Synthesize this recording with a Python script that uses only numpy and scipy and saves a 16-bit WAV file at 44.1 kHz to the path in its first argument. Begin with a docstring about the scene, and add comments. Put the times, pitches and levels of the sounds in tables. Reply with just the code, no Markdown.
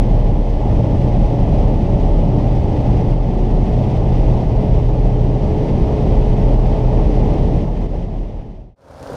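"""Fast coupe, then a roadside pass

Inside a V8 coupe at about 300 km/h, steady tones for exhaust, wheels and propeller shaft drone under
filtered noise for buffeting air, road roar and wind hiss. The driver lifts and the cabin fades out.
A roadside view fades in: a car at low revs grows louder, with tyre noise, uneven exhaust pulses,
muffled pops and short ticks of grit."""
import sys
import numpy as np
from scipy import signal
from scipy.fft import rfft, irfft, next_fast_len
from scipy.io import wavfile
from scipy.ndimage import uniform_filter1d

SR = 44100
rng = np.random.default_rng(int(sys.argv[2]) if len(sys.argv) > 2 else 0)


def wrap_up_sound(samples):
    """Save the sound to the file named by the first command line argument, as 16-bit audio."""
    columns = np.atleast_2d(samples).T
    # keep every value between -1 and 1, then stretch to whole-number steps
    tamed = np.clip(columns, -1, 1)
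    steps = np.round(tamed * 32767).astype(np.int16)
    wavfile.write(sys.argv[1], SR, steps)


N = 403956
TIME = np.arange(N) / SR  # seconds

# Road speed. Each row: time in seconds, speed in km/h.
SPEED = [(0, 294.7), (1.1, 297.7), (2, 299.8), (3.5, 303.3), (5, 306.2), (6.5, 309), (7.7, 311), (8, 310),
         (8.75, 303)]
# Turns a second for each km/h: wheel, propeller shaft, four-stroke engine cycle in top gear.
WHEEL_RATE, SHAFT_RATE, CYCLE_RATE = .12188, .39967, .1728

# Exhaust tones. Each row: multiple of the engine cycle rate, level in dB rms before the cabin's lift.
EXHAUST_ORDERS = [(3, -36), (4, -35.5), (5, -37.5), (6, -45), (8, -40), (9, -43), (10, -47), (11, -47),
                  (12, -46), (13, -52), (14, -45), (15, -49), (16, -51), (17, -52), (18, -56.5), (20, -57)]
# Narrow cabin resonances and nulls. Each row: centre in Hz, width at half the lift in Hz, lift in dB.
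CABIN_RESONANCES = [(292, 6, 6), (368.5, 7, 4.5), (414.5, 5, 3), (424, 6, 3), (428, 16, 9.5), (463, 4, 5),
                    (474, 4, -7), (483, 3, 7), (510, 4, 7), (532, 5, 7), (565, 8, 11), (571, 5, 9.5),
                    (583, 6, -7), (613, 5, 4), (631, 7, 7), (692, 15, 9.5), (735.5, 11, 11), (743, 7, -15),
                    (782, 9, 9), (822, 18, 9.5), (878, 7, 9), (886, 6, 8)]
# Boom at the wheel rate. Each row: time in seconds, level in dB before a small overall boost.
BOOM_LEVEL = [(0, -14.5), (.55, -14.5), (.9, -30), (1.2, -13.5), (1.4, -20), (1.7, -14), (1.9, -19),
              (2.15, -12), (2.45, -21), (2.8, -26), (3.25, -14), (4.3, -20.5), (4.85, -14.5), (5.4, -16),
              (5.82, -28), (5.98, -17.5), (6.65, -13.5), (6.8, -24), (6.95, -13), (7.2, -20.5),
              (7.55, -19.5), (7.9, -18), (8.6, -19.5)]
# Out-of-round tyres. Each row: multiple of the wheel rate, level in dB rms before the cabin's lift.
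TYRE_ORDERS = [(2, -36), (6, -35.5), (8, -40.5), (10, -39)]
# Propeller shaft's hum. Each row: time in seconds, level in dB before a small overall boost.
HUM_LEVEL = [(0.0, -22), (0.55, -29), (0.8, -17.5), (1.85, -26.5), (2.0, -21.5), (2.25, -24), (2.55, -18),
             (2.7, -31.5), (2.8, -19), (3.15, -19.3), (3.55, -25.4), (3.8, -19), (5.25, -21), (5.5, -31),
             (5.6, -32), (5.75, -23.5), (5.95, -33), (6.05, -23.5), (6.45, -24), (6.9, -19), (7.1, -26),
             (7.5, -23.5)]

# Swells of the deep rumble of the buffeting. Each row: time in seconds, change in dB.
RUMBLE_SWELL = [(0, -0.5), (.5, -2.5), (.75, 1), (1.35, -2), (1.55, 3), (1.7, -.2), (2.1, 1), (2.3, -2.5),
                (2.8, 2), (3.65, -3.5), (3.85, 1.2), (5.35, 0.5), (5.5, 3), (5.65, -2.5), (5.8, 3),
                (6.15, 0), (6.4, 1.5), (7.5, 0), (7.72, -4.5), (8, 1.7), (8.5, 1.5)]
# Swells of the upper bass of the buffeting. 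Each row: time in seconds, change in dB.
UPPER_BASS_SWELL = [(0, 0), (.35, -0.3), (.5, -10), (.75, 2), (1.3, 0), (2.4, 2), (2.55, -2), (2.7, 0.5),
                    (3.3, -0.1), (4.2, 0.5), (4.7, .8), (4.85, -2.5), (5.75, 2), (6.05, 0), (6.2, -1.5),
                    (6.4, -0.5), (7.1, .3), (7.45, 1), (7.7, 0)]
# Road roar, which surges with the surface. Each row: time in seconds, change in dB.
ROAR_SURGE = [(0, -1), (.25, -0.8), (.5, -2.5), (.7, 1.5), (.85, -1.5), (1.1, .7), (1.5, 0), (1.7, 2.5),
              (1.78, -1.5), (2, -0.1), (2.45, 2.1), (2.55, -1.5), (2.78, 1.3), (2.95, 0.3), (3.5, -.4),
              (4.35, .8), (4.8, -0.1), (5.15, -.8), (5.75, 1), (5.88, 2), (6, 1.7), (6.35, 0.2),
              (6.75, 3.5), (6.95, 0), (7.25, 1.4), (7.52, -0.5), (7.8, 1), (8.4, -0.5)]
# Rush of air, which swells and eases with the gusts. Each row: time in seconds, strength in dB.
WIND_STRENGTH = [(0, -0.5), (.46, -2.5), (.8, -0.1), (1.1, 0.7), (2.1, -0.1), (3.1, 0.3), (3.45, -1),
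                 (3.8, 0.2), (4.2, 1), (5.15, -1.2), (5.7, 1), (6.9, 1), (7.35, 1.4), (7.7, -1.2)]
# Brief dips of the whole cabin. Each row: start in seconds, depth setting in dB, recovery in seconds.
CABIN_DIPS = [(2.2, -1.7, 0.18), (3.135, -3, 0.2), (4.43, -2.5, 0.11), (4.811, -2, 0.22), (5.1, -1.2, .15),
              (6.555, -3, 0.11), (7.64, -1.5, 0.047), (7.865, -7, 0.033), (8.05, -3.5, .1)]

# Tone colour of the deep rumble. Each row: frequency in Hz, relative level in dB.
RUMBLE_COLOUR = [(6, -25), (12, -14), (20, -6), (31, -.5), (55, -1), (100, -4.5), (125, -11.5), (160, -26),
                 (400, -79), (2000, -120)]
# Tone colour of the upper bass. Each row: frequency in Hz, relative level in dB.
UPPER_BASS_COLOUR = [(40, -45), (95, -10), (135, -0.5), (165, -0.5), (215, -5.5), (250, -9), (290, -7),
                     (370, -13.5), (450, -28), (800, -45.5), (2000, -82)]
# Tone colour of road roar through the floor. 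Each row: frequency in Hz, relative level in dB.
ROAD_COLOUR = [(100, -33), (300, -10), (420, -1), (500, -2), (590, 0), (700, -4.5), (860, -6), (930, -11),
               (1000, -15.5), (1250, -24), (1500, -34.5), (2500, -60), (6000, -84)]
# Tone colour of wind at the window seals. Each row: frequency in Hz, relative level in dB.
SEAL_COLOUR = [(700, -23), (1500, -6), (2000, 0.2), (2400, -3), (2800, -2), (3400, -6), (4300, -10.5),
               (5500, -12), (6500, -17), (6950, -22.5), (8500, -24.5), (9400, -24), (11500, -38.5),
               (15000, -66.5)]
# Tone colour of tyre roar at the roadside. Each row: frequency in Hz, relative level in dB.
TYRE_COLOUR = [(12, -40), (30, -13), (60, 1.5), (110, -1.5), (200, -5.5), (370, -9), (450, -5), (650, -4.5),
               (770, -9), (950, -10.5), (1150, -17), (1500, -15), (1800, -24), (2500, -31), (8000, -75)]
# Tone colour of the tailpipe. 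Each row: frequency in Hz, relative level in dB.
TAILPIPE_COLOUR = [(30, -25), (80, 2), (135, -8), (200, -15), (275, -0.5), (360, -19), (460, 3), (620, 2),
                   (760, -14), (950, -11), (1400, -16), (2000, -33), (6000, -70)]
# Tone colour of tread sizzle and grit. Each row: frequency in Hz, relative level in dB.
TREAD_COLOUR = [(1000, -8), (2400, -2), (3200, 1), (5500, 0.5), (7800, -7.5), (9500, -5), (10500, -12),
                (13000, -14), (15500, -21)]

# Muffled exhaust pops, one just after the throttle shuts and the rest from the passing car.
# Each row: start in seconds, height of the swell in dB, pitch in Hz.
EXHAUST_POPS = [(7.951, -21, 443), (9.059, -28, 640), (9.098, -21.5, 460), (9.110, -24, 400),
                (9.127, -21, 545), (9.150, -24, 560)]
# Eight firings of a cycle at low revs, uneven between the banks. Each entry: relative size in dB.
FIRING_SIZES = [0, -7, -2, 0, -8, -1, -6, -4]
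# Grit flicked by the tread. Each row: start in seconds, starting level in dB.
GRIT_TICKS = [(8.997, -47), (9.029, -36), (9.059, -41), (9.074, -37), (9.107, -41), (9.132, -37)]

LIFT_S, LIFT_LENGTH_S = 7.57, 0.15  # the driver comes off the throttle: start and length, seconds
CUT_S = 8.755  # the cabin is silent from here, and the roadside starts, seconds
FADE_OUT_S, FADE_IN_S = 0.92, 0.44  # lengths of the fades, seconds
PASS_SWELL_DB = 6.5  # the passing car also grows by this much during its fade-in


def gain(db):
    """Turn decibels into a multiplier."""
    return 10 ** (np.asarray(db) / 20)


def curves(table):
    """Join each column of a table by straight lines in time."""
    seconds, *columns = np.transpose(table)
    return [np.interp(TIME, seconds, column) for column in columns]


def ramp(start_s, length_s):
    """Rise in a straight line from 0 to 1."""
    return np.clip((TIME - start_s) / length_s, 0, 1)


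def walk(rate):
    """Wander smoothly among random levels, with about this many new ones a second and a spread of 1."""
    hold = max(int(SR / rate), 1)
    held = np.repeat(rng.standard_normal(N // hold + 1), hold)
    once = uniform_filter1d(held, hold)
    smooth = uniform_filter1d(once, hold)[:N]
    return smooth / smooth.std()


def colour(sound, points):
    """Shape the spectrum by (Hz, dB) points, then set the rms to 1."""
    size = next_fast_len(N)
    hz, db = np.transpose(points)
    bins_hz = np.maximum(np.arange(size // 2 + 1) * SR / size, 1)
    bins_db = np.interp(np.log(bins_hz), np.log(hz), db)
    shaped = irfft(rfft(sound, size) * gain(bins_db), size)[:N]
    return shaped / shaped.std()


def turbulence(points, flutter_db, flutter_rate):
    """Make eddies: noise whose strength flutters, coloured by the path that it takes."""
    strength = gain(flutter_db * walk(flutter_rate))
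    return colour(rng.standard_normal(N) * strength, points)


def turning(rate):
    """Add up the angle, in radians, of a part that makes this many turns a second."""
    return 2 * np.pi * np.cumsum(rate) / SR


def partial(angle, rough, rough_rate):
    """Make one tone of rms 1, shaken in size and timing; its path to the ear sets its own phase."""
    angle = angle + 2 * np.pi * rng.random()
    size = 1 + rough * walk(rough_rate)
    sideways = rough * walk(rough_rate)
    tone = size * np.sin(angle) + sideways * np.cos(angle)
    return tone / tone.std()


def cabin_lift(hz):
    """Sum the decibels that the cabin's resonances and nulls add to a tone at this pitch."""
    return sum(db / (1 + (2 * (hz - centre) / width) ** 2) for centre, width, db in CABIN_RESONANCES)


def engine(kmh, lift, lift_db=-10):
    """Eight firings a cycle make the main drone; the uneven banks fill in the other orders."""
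    rate = CYCLE_RATE * kmh
    cycle = turning(rate)
    drone = 0
    for order, db in EXHAUST_ORDERS:
        rough = .05 if order == 8 else .08  # the firing order is the steadiest
        tone = partial(order * cycle, rough, rough_rate=4)
        drone = drone + gain(db + cabin_lift(order * rate)) * tone
    return gain(lift_db * lift) * drone


def wheels(kmh, boost_db=0.5):
    """Slight unbalance in the wheels shakes the body once a turn."""
    boom_db, = curves(BOOM_LEVEL)
    boom = partial(turning(WHEEL_RATE * kmh), rough=.07, rough_rate=7)
    return gain(boom_db + boost_db) * boom


def thrum(kmh, lift, lift_db=-4):
    """Out-of-round tyres thrum at multiples of the wheel rate, louder where the cabin resonates."""
    rate = WHEEL_RATE * kmh
    angle = turning(rate)
    total = 0
    for order, db in TYRE_ORDERS:
        tone = partial(order * angle, rough=0.56, rough_rate=8)
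        total = total + gain(db + cabin_lift(order * rate)) * tone
    return gain(lift_db * lift) * total


def shaft(kmh, lift, boost_db=1.03, lift_db=-10):
    """The propeller shaft hums once a turn and quietens when the torque comes off."""
    hum_db, = curves(HUM_LEVEL)
    hum = partial(turning(SHAFT_RATE * kmh), rough=.1, rough_rate=10)
    return gain(hum_db + boost_db + lift_db * lift) * hum


def buffet(lift, rumble_db=-17, upper_db=-20, lift_db=-5):
    """Air buffets the panels; its deep rumble and its upper bass swell separately."""
    deep_db, = curves(RUMBLE_SWELL)
    high_db, = curves(UPPER_BASS_SWELL)
    rumble = turbulence(RUMBLE_COLOUR, flutter_db=0.13, flutter_rate=27)
    upper = turbulence(UPPER_BASS_COLOUR, flutter_db=0.02, flutter_rate=20)
    both = gain(rumble_db + deep_db) * rumble + gain(upper_db + high_db) * upper
    return gain(lift_db * lift) * both


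def road(lift, road_db=-26.5, lift_db=-4.5):
    """Tyres roar through the floor, in surges."""
    surge_db, = curves(ROAR_SURGE)
    roar = turbulence(ROAD_COLOUR, flutter_db=0.84, flutter_rate=70)
    return gain(road_db + lift_db * lift + surge_db) * roar


def reflections(sound, share_db, decay_s, count=40):
    """Early echoes off glass and trim ripple the spectrum; the result has an rms of 1."""
    delay_s = rng.uniform(.0005, .025, count)
    sizes = rng.choice([-1, 1], count) * np.exp(-delay_s / decay_s)
    echoes = np.bincount((delay_s * SR).astype(int), sizes / np.linalg.norm(sizes))
    mixed = sound + gain(share_db) * signal.fftconvolve(sound, echoes)[:N]
    return mixed / mixed.std()


def seals(lift, gust_db, hiss_db=-45.5, lift_db=-3, gust_share=0.8):
    """Wind hisses at the window seals, swells with the gusts and echoes off the glass."""
    eddies = turbulence(SEAL_COLOUR, flutter_db=0.74, flutter_rate=80)
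    hiss = reflections(eddies, share_db=-16, decay_s=.012)
    return gain(hiss_db + lift_db * lift + gust_share * gust_db) * hiss


def dips(fall_s=0.012):
    """The level drops quickly at each dip and creeps back."""
    db = 0
    for start_s, depth_db, recovery_s in CABIN_DIPS:
        creep_back = np.exp(-np.abs(TIME - start_s) / recovery_s)
        db = db + depth_db * ramp(start_s, fall_s) * creep_back
    return gain(db)


def cabin():
    """Speed sets every tone's pitch; coming off the throttle eases every level but the wheels' boom."""
    kmh, = curves(SPEED)
    gust_db, = curves(WIND_STRENGTH)
    lift = ramp(LIFT_S, LIFT_LENGTH_S)  # 0 on the throttle, 1 off it
    machinery = engine(kmh, lift) + wheels(kmh) + thrum(kmh, lift) + shaft(kmh, lift)
    rush = buffet(lift) + road(lift) + seals(lift, gust_db)
    return dips() * (machinery + rush)


def pops(decay_s=.0018):
    """Each puff of gas rings the exhaust for a few cycles."""
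    total = 0
    for start_s, db, hz in EXHAUST_POPS:
        age = np.maximum(TIME - start_s, 0)
        swell = age / decay_s * np.exp(1 - age / decay_s)  # rises to 1, then dies away
        total = total + gain(db) * swell * np.sin(2 * np.pi * hz * age)
    return total


def burble(cycle_hz=17.1):
    """Uneven firings at low revs, each a little off in time and size, thump in the tailpipe."""
    firing_hz = cycle_hz * len(FIRING_SIZES)
    count = int(TIME[-1] * firing_hz)
    late, size = rng.standard_normal((count, 2)).T
    seconds = np.arange(count) / firing_hz + .0004 * late
    db = np.resize(FIRING_SIZES, count) + 2.5 * size
    places = np.clip(seconds * SR, 0, N - 1).astype(int)
    return colour(np.bincount(places, gain(db), N), TAILPIPE_COLOUR)


def roadside(roar_db=-29, exhaust_db=-32, hiss_db=-47):
    """Tyres roar and sizzle on the asphalt over the exhaust's burble."""
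    roar = turbulence(TYRE_COLOUR, flutter_db=0.5, flutter_rate=100)
    sizzle = turbulence(TREAD_COLOUR, flutter_db=2, flutter_rate=900)
    return gain(roar_db) * roar + gain(exhaust_db) * burble() + gain(hiss_db) * sizzle


def grit(decay_s=.0007):
    """Each stone gives one short, bright tick of fading noise."""
    bursts = np.zeros(N)
    for start_s, db in GRIT_TICKS:
        age = TIME - start_s
        bursts += gain(db) * (age >= 0) * np.exp(-np.abs(age) / decay_s)
    return bursts * colour(rng.standard_normal(N), TREAD_COLOUR)


def scene():
    """The cabin fades out, then the roadside fades in and grows; pops and grit stand outside the fades."""
    fade_out = 1 - ramp(CUT_S - FADE_OUT_S, FADE_OUT_S)
    fade_in = ramp(CUT_S, FADE_IN_S)
    swell = gain(PASS_SWELL_DB * (fade_in - 1))
    inside = fade_out * cabin()
    outside = fade_in * swell * roadside()
    return (inside + pops() + outside + grit())[None]


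def record(dry, ceiling=.84, top_hz=15500):
    """The recorder rounds the tallest peaks towards a ceiling and cuts the top of the treble."""
    rounded = dry / (1 + (dry / ceiling) ** 6) ** (1 / 6)
    lowpass = signal.ellip(8, .2, 70, top_hz, fs=SR, output="sos")
    return signal.sosfilt(lowpass, rounded)


dry = scene()
out = record(dry)
wrap_up_sound(out)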